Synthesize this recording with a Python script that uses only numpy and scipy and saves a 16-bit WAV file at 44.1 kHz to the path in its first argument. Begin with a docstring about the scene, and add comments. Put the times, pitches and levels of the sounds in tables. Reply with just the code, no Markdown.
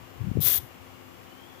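"""Soft handling bumps, then one short burst of aerosol cleaner onto a small circuit board, near a phone.
The valve spits, the gas jet hisses and rings its thin straw, and droplets spatter on the board,
leaving a brief room tail. A machine hums far off and a faint whine rises at the end.
The scene sits in the left channel; the right carries only microphone hiss."""
import sys
import numpy as np
from scipy import signal
from scipy.fft import rfft, irfft
from scipy.io import wavfile

SR = 44100
rng = np.random.default_rng(int(sys.argv[2]) if len(sys.argv) > 2 else 0)


def to_wav(sig):
    """Store sig (one row per channel, or 1-D mono) as 16-bit WAV at the path in sys.argv[1].

    Samples outside -1..1 are clipped; the rate is SR.
    """
    pcm = np.clip(np.atleast_2d(sig), -1, 1) * 32767
    pcm = np.round(pcm).astype(np.int16)
    wavfile.write(sys.argv[1], SR, pcm.T)  # frames by channels


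N = 70560
T = np.arange(N) / SR
FREQS = np.maximum(np.fft.rfftfreq(N, 1 / SR), 1)


# Bright hiss of the gas: freq_hz, gain_db
JET_EQ = [(1500, -62), (2600, -27.5), (3300, -9.5), (4400, -16), (6000, -15.5), (8000, -18.5), (9400, -16),
          (10300, -7.5), (11000, -9), (12000, -0.5), (13000, 0), (14200, 0), (15400, -2)]
# Narrow peaks and one notch of the straw: freq_hz, width_hz, gain_db
STRAW_RESONANCES = [(4000, 26, 7.5), (10310, 61, 5.5), (11500, 44, 5), (11900, 35, 5), (12040, 32, -5.5),
                    (12000, 55, -15), (12970, 29, 13), (13500, 35, 7), (14730, 40, 7), (15100, 35, 3)]
# Swell of the gas flow: time_s, gain_db
FLOW_ENVELOPE = [(.409, -2.5), (.422, -2.5), (.437, -3), (.452, 2), (.468, 4), (.495, 0.5), (.53, 0.5),
                 (.555, 0.5), (.585, -3.5)]
def jet(level_db=-16.5, flutter_db=1.35, flutter_hz=800):
    """Turbulent gas rushes out of the straw and rings its narrow resonances."""
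    straw = 1
    for freq_hz, width_hz, gain_db in STRAW_RESONANCES:
        straw = straw + (undb(gain_db) - 1) / (1 + 2j * (FREQS - freq_hz) / width_hz)
    gas = colour(noise(), JET_EQ)
    ringing_gas = unit(irfft(rfft(gas) * straw, N))
    return ringing_gas * undb(level_db + curve(FLOW_ENVELOPE) + flutter_db * walk(flutter_hz))


# Tone of liquid hitting the board: freq_hz, gain_db
SPATTER_EQ = [(150, -20), (400, 1), (800, -4.5), (1200, -0.5), (2200, 1.5), (3500, -0.5), (4500, -5),
              (6300, 1), (9000, -2.5), (15000, -13)]
# Swell of the spatter: time_s, level_db
SPATTER_ENVELOPE = [(.41, -43.5), (.435, -39.5), (.455, -33.5), (.474, -29.5), (.497, -32), (.53, -33),
                    (.555, -33.5), (.585, -42)]
def spatter(drops_per_s=20000, spread_db=2):
    """Thousands of tiny droplets strike the board, each a click of random strength."""
    hits = rng.random(N) < drops_per_s / SR
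    drops = hits * noise() * undb(spread_db * noise())
    return unit(colour(drops, SPATTER_EQ)) * undb(curve(SPATTER_ENVELOPE))


# Sputter at the front of the burst: start_s, level_db
SPIT_HITS = [(.4050, -25), (0.42, -17), (0.43, -22)]
def spits(decay_s=0.0023):
    """Sharp puffs of hiss stutter out as the valve opens."""
    envelope = 0
    for start_s, level_db in SPIT_HITS:
        envelope += undb(level_db) * (T >= start_s) * np.exp(-np.abs(T - start_s) / decay_s)
    return envelope * unit(colour(noise(), JET_EQ))


def spray(open_s=0.4045, attack_s=0.013, close_s=0.579, release_s=0.017):
    """The valve gates jet and spatter together, with the spits on top of the attack."""
    opening = np.clip((T - open_s) / attack_s, 0, 1)
    closing = np.clip(1 - (T - close_s) / release_s, 0, 1)
    return spits() + opening * closing * (jet() + spatter())


# Darker tone of the reverb: freq_hz, gain_db
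ROOM_EQ = [(500, 7.5), (6000, 1.5), (12000, 0), (15500, -9)]
def room(direct, send_db=-18, t60_s=0.34):
    """The room answers with a short tail, a little duller than the direct sound."""
    tail = noise() * np.exp(-np.log(1000) * T / t60_s)
    tail /= np.linalg.norm(tail)
    return undb(send_db) * signal.fftconvolve(colour(direct, ROOM_EQ), tail)[:N]


# Soft low knocks of the hand: peak_s, level_db, pitch_hz, half_length_ms
HANDLING_BUMPS = [(0.2145, -19, 108, 9.3), (.2440, -21.5, 126, 6), (.2550, -28.5, 192, 4.4),
                  (0.2741, -19.5, 169, 5.4), (.2850, -27, 226, 3.6), (.2900, -21, 130, 4.6),
                  (.2975, -25.5, 92, 18), (0.3166, -11, 128, 1.9), (0.3569, -14.5, 124, 2.44),
                  (.3640, -16.5, 125, 3.9), (0.3726, -10, 284, 1.36), (0.3798, -19, 94, 8.7),
                  (0.3896, -11.5, 136, 3.3), (.3958, -20, 270, 1.34), (.4090, -20.5, 141, 6.7),
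                  (0.4382, -30, 119, 4.4), (.4650, -26, 125, 6.8), (.5900, -30.5, 83, 8.6),
                  (0.64, -31.5, 116, 9.9), (.8170, -41, 99, 9.5)]
# Bassy tone of the grip: freq_hz, gain_db
RUB_EQ = [(25, -13), (55, -1), (85, 5.5), (120, 0), (200, -12.5), (350, -13.5), (700, -46), (2000, -68)]
# Rise and fall of the rub: time_s, level_db
RUB_ENVELOPE = [(0, -46), (.04, -43.5), (.14, -59), (.2, -35), (.36, -36.5), (.42, -37), (.52, -44),
                (.63, -44.5), (.7, -56.5), (.81, -55), (.95, -58), (1.6, -65)]
def handling():
    """Soft bumps of a cycle or two swell and fade over the rub of the grip."""
    bumps = 0
    for peak_s, level_db, pitch_hz, half_length_ms in HANDLING_BUMPS:
        swell = np.exp(-((T - peak_s) / (half_length_ms / 1000)) ** 2)
        bumps += undb(level_db) * swell * np.cos(2 * np.pi * pitch_hz * (T - peak_s))
    rub = unit(colour(noise(), RUB_EQ)) * undb(curve(RUB_ENVELOPE))
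    return bumps + rub


# Partials of the machine drone: pitch_hz, level_db
HUM_TONES = [(98, -56), (260, -55.5), (351, -57), (523, -62), (775, -61.5), (910, -82), (1044, -68.5),
             (1125, -64.5)]
def machine_hum(waver_depth=0.00872, waver_hz=8.9, flicker_db=0.5, flicker_hz=9.8):
    """A distant machine drones, each tone wavering in pitch and level on its own."""
    hum = 0
    for pitch_hz, level_db in HUM_TONES:
        phase = 2 * np.pi * np.cumsum(pitch_hz * (1 + waver_depth * walk(waver_hz))) / SR
        hum += np.sqrt(2) * np.sin(phase) * undb(level_db + flicker_db * walk(flicker_hz))
    return hum


# Upward glide of the whine: time_s, pitch_hz, level_db
WHINE_GLIDE = [(1.15, 2850, -63.5), (1.26, 2924, -64), (1.35, 3050, -57.5), (1.48, 3330, -56.5),
               (1.6, 3390, -58)]
def whine(width_hz=170):
    """A narrow band of noise sounds as a thin, rough tone that climbs and levels off."""
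    phase = 2 * np.pi * np.cumsum(curve(WHINE_GLIDE)) / SR
    band = walk(width_hz / 2) * np.cos(phase) + walk(width_hz / 2) * np.sin(phase)
    return band * undb(curve(WHINE_GLIDE, column=2))


# Room tone: freq_hz, density_db_per_hz
ROOM_TONE = [(25, -100), (60, -75), (110, -77.5), (220, -78.5), (400, -79.5), (600, -81.5), (1100, -81),
             (1600, -87.5), (2400, -88.5), (3300, -105.5), (4000, -106), (6800, -112), (7450, -94),
             (8100, -114), (11000, -112), (12300, -101), (14000, -108), (15000, -95), (15600, -103)]
# Microphone hiss: freq_hz, density_db_per_hz
MIC_HISS = [(25, -112), (50, -102), (90, -79), (150, -86), (350, -85.5), (600, -90.5), (3300, -92),
            (3800, -98), (6700, -101), (7300, -105), (9000, -106), (11200, -104), (11900, -100.5),
            (15500, -101)]
def noise_bed(spectrum):
    """A steady bed of noise with the given density."""
    return colour(noise(), spectrum) * np.sqrt(SR / 2)


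def undb(db):
    """Decibels to gain."""
    return 10 ** (np.asarray(db) / 20)


def unit(x):
    """Scale to rms 1."""
    return x / np.std(x)


def curve(rows, column=1):
    """One column of a table, joined by straight lines in time."""
    rows = np.array(rows)
    return np.interp(T, rows[:, 0], rows[:, column])


def colour(x, eq):
    """Filter by an EQ curve of freq_hz, gain_db points."""
    freq_hz, gain_db = np.array(eq).T
    gain = undb(np.interp(np.log(FREQS), np.log(freq_hz), gain_db))
    return irfft(rfft(x) * gain, N)


def noise():
    """White noise."""
    return rng.standard_normal(N)


def walk(rate_hz):
    """Smooth random modulation of rms 1, rolling off above the given rate."""
    rolloff = np.exp(-(FREQS / rate_hz) ** 2 / 2)
    return unit(irfft(rfft(noise()) * rolloff, N))


def scene():
    """Everything reaches the left microphone; each channel has its own hiss."""
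    burst = spray()
    left = burst + room(burst) + handling() + machine_hum() + whine() + noise_bed(ROOM_TONE)
    return np.array([left + noise_bed(MIC_HISS), noise_bed(MIC_HISS)])


def record(dry, low_cut_hz=55, high_cut_hz=15500):
    """The phone thins the deep bass and cuts the top."""
    low_cut = signal.butter(2, low_cut_hz, "high", fs=SR, output="sos")
    high_cut = signal.ellip(12, .1, 80, high_cut_hz, fs=SR, output="sos")
    thinned = signal.sosfiltfilt(low_cut, dry, padtype="even")
    return signal.sosfilt(high_cut, thinned)


dry = scene()
out = record(dry)
to_wav(out)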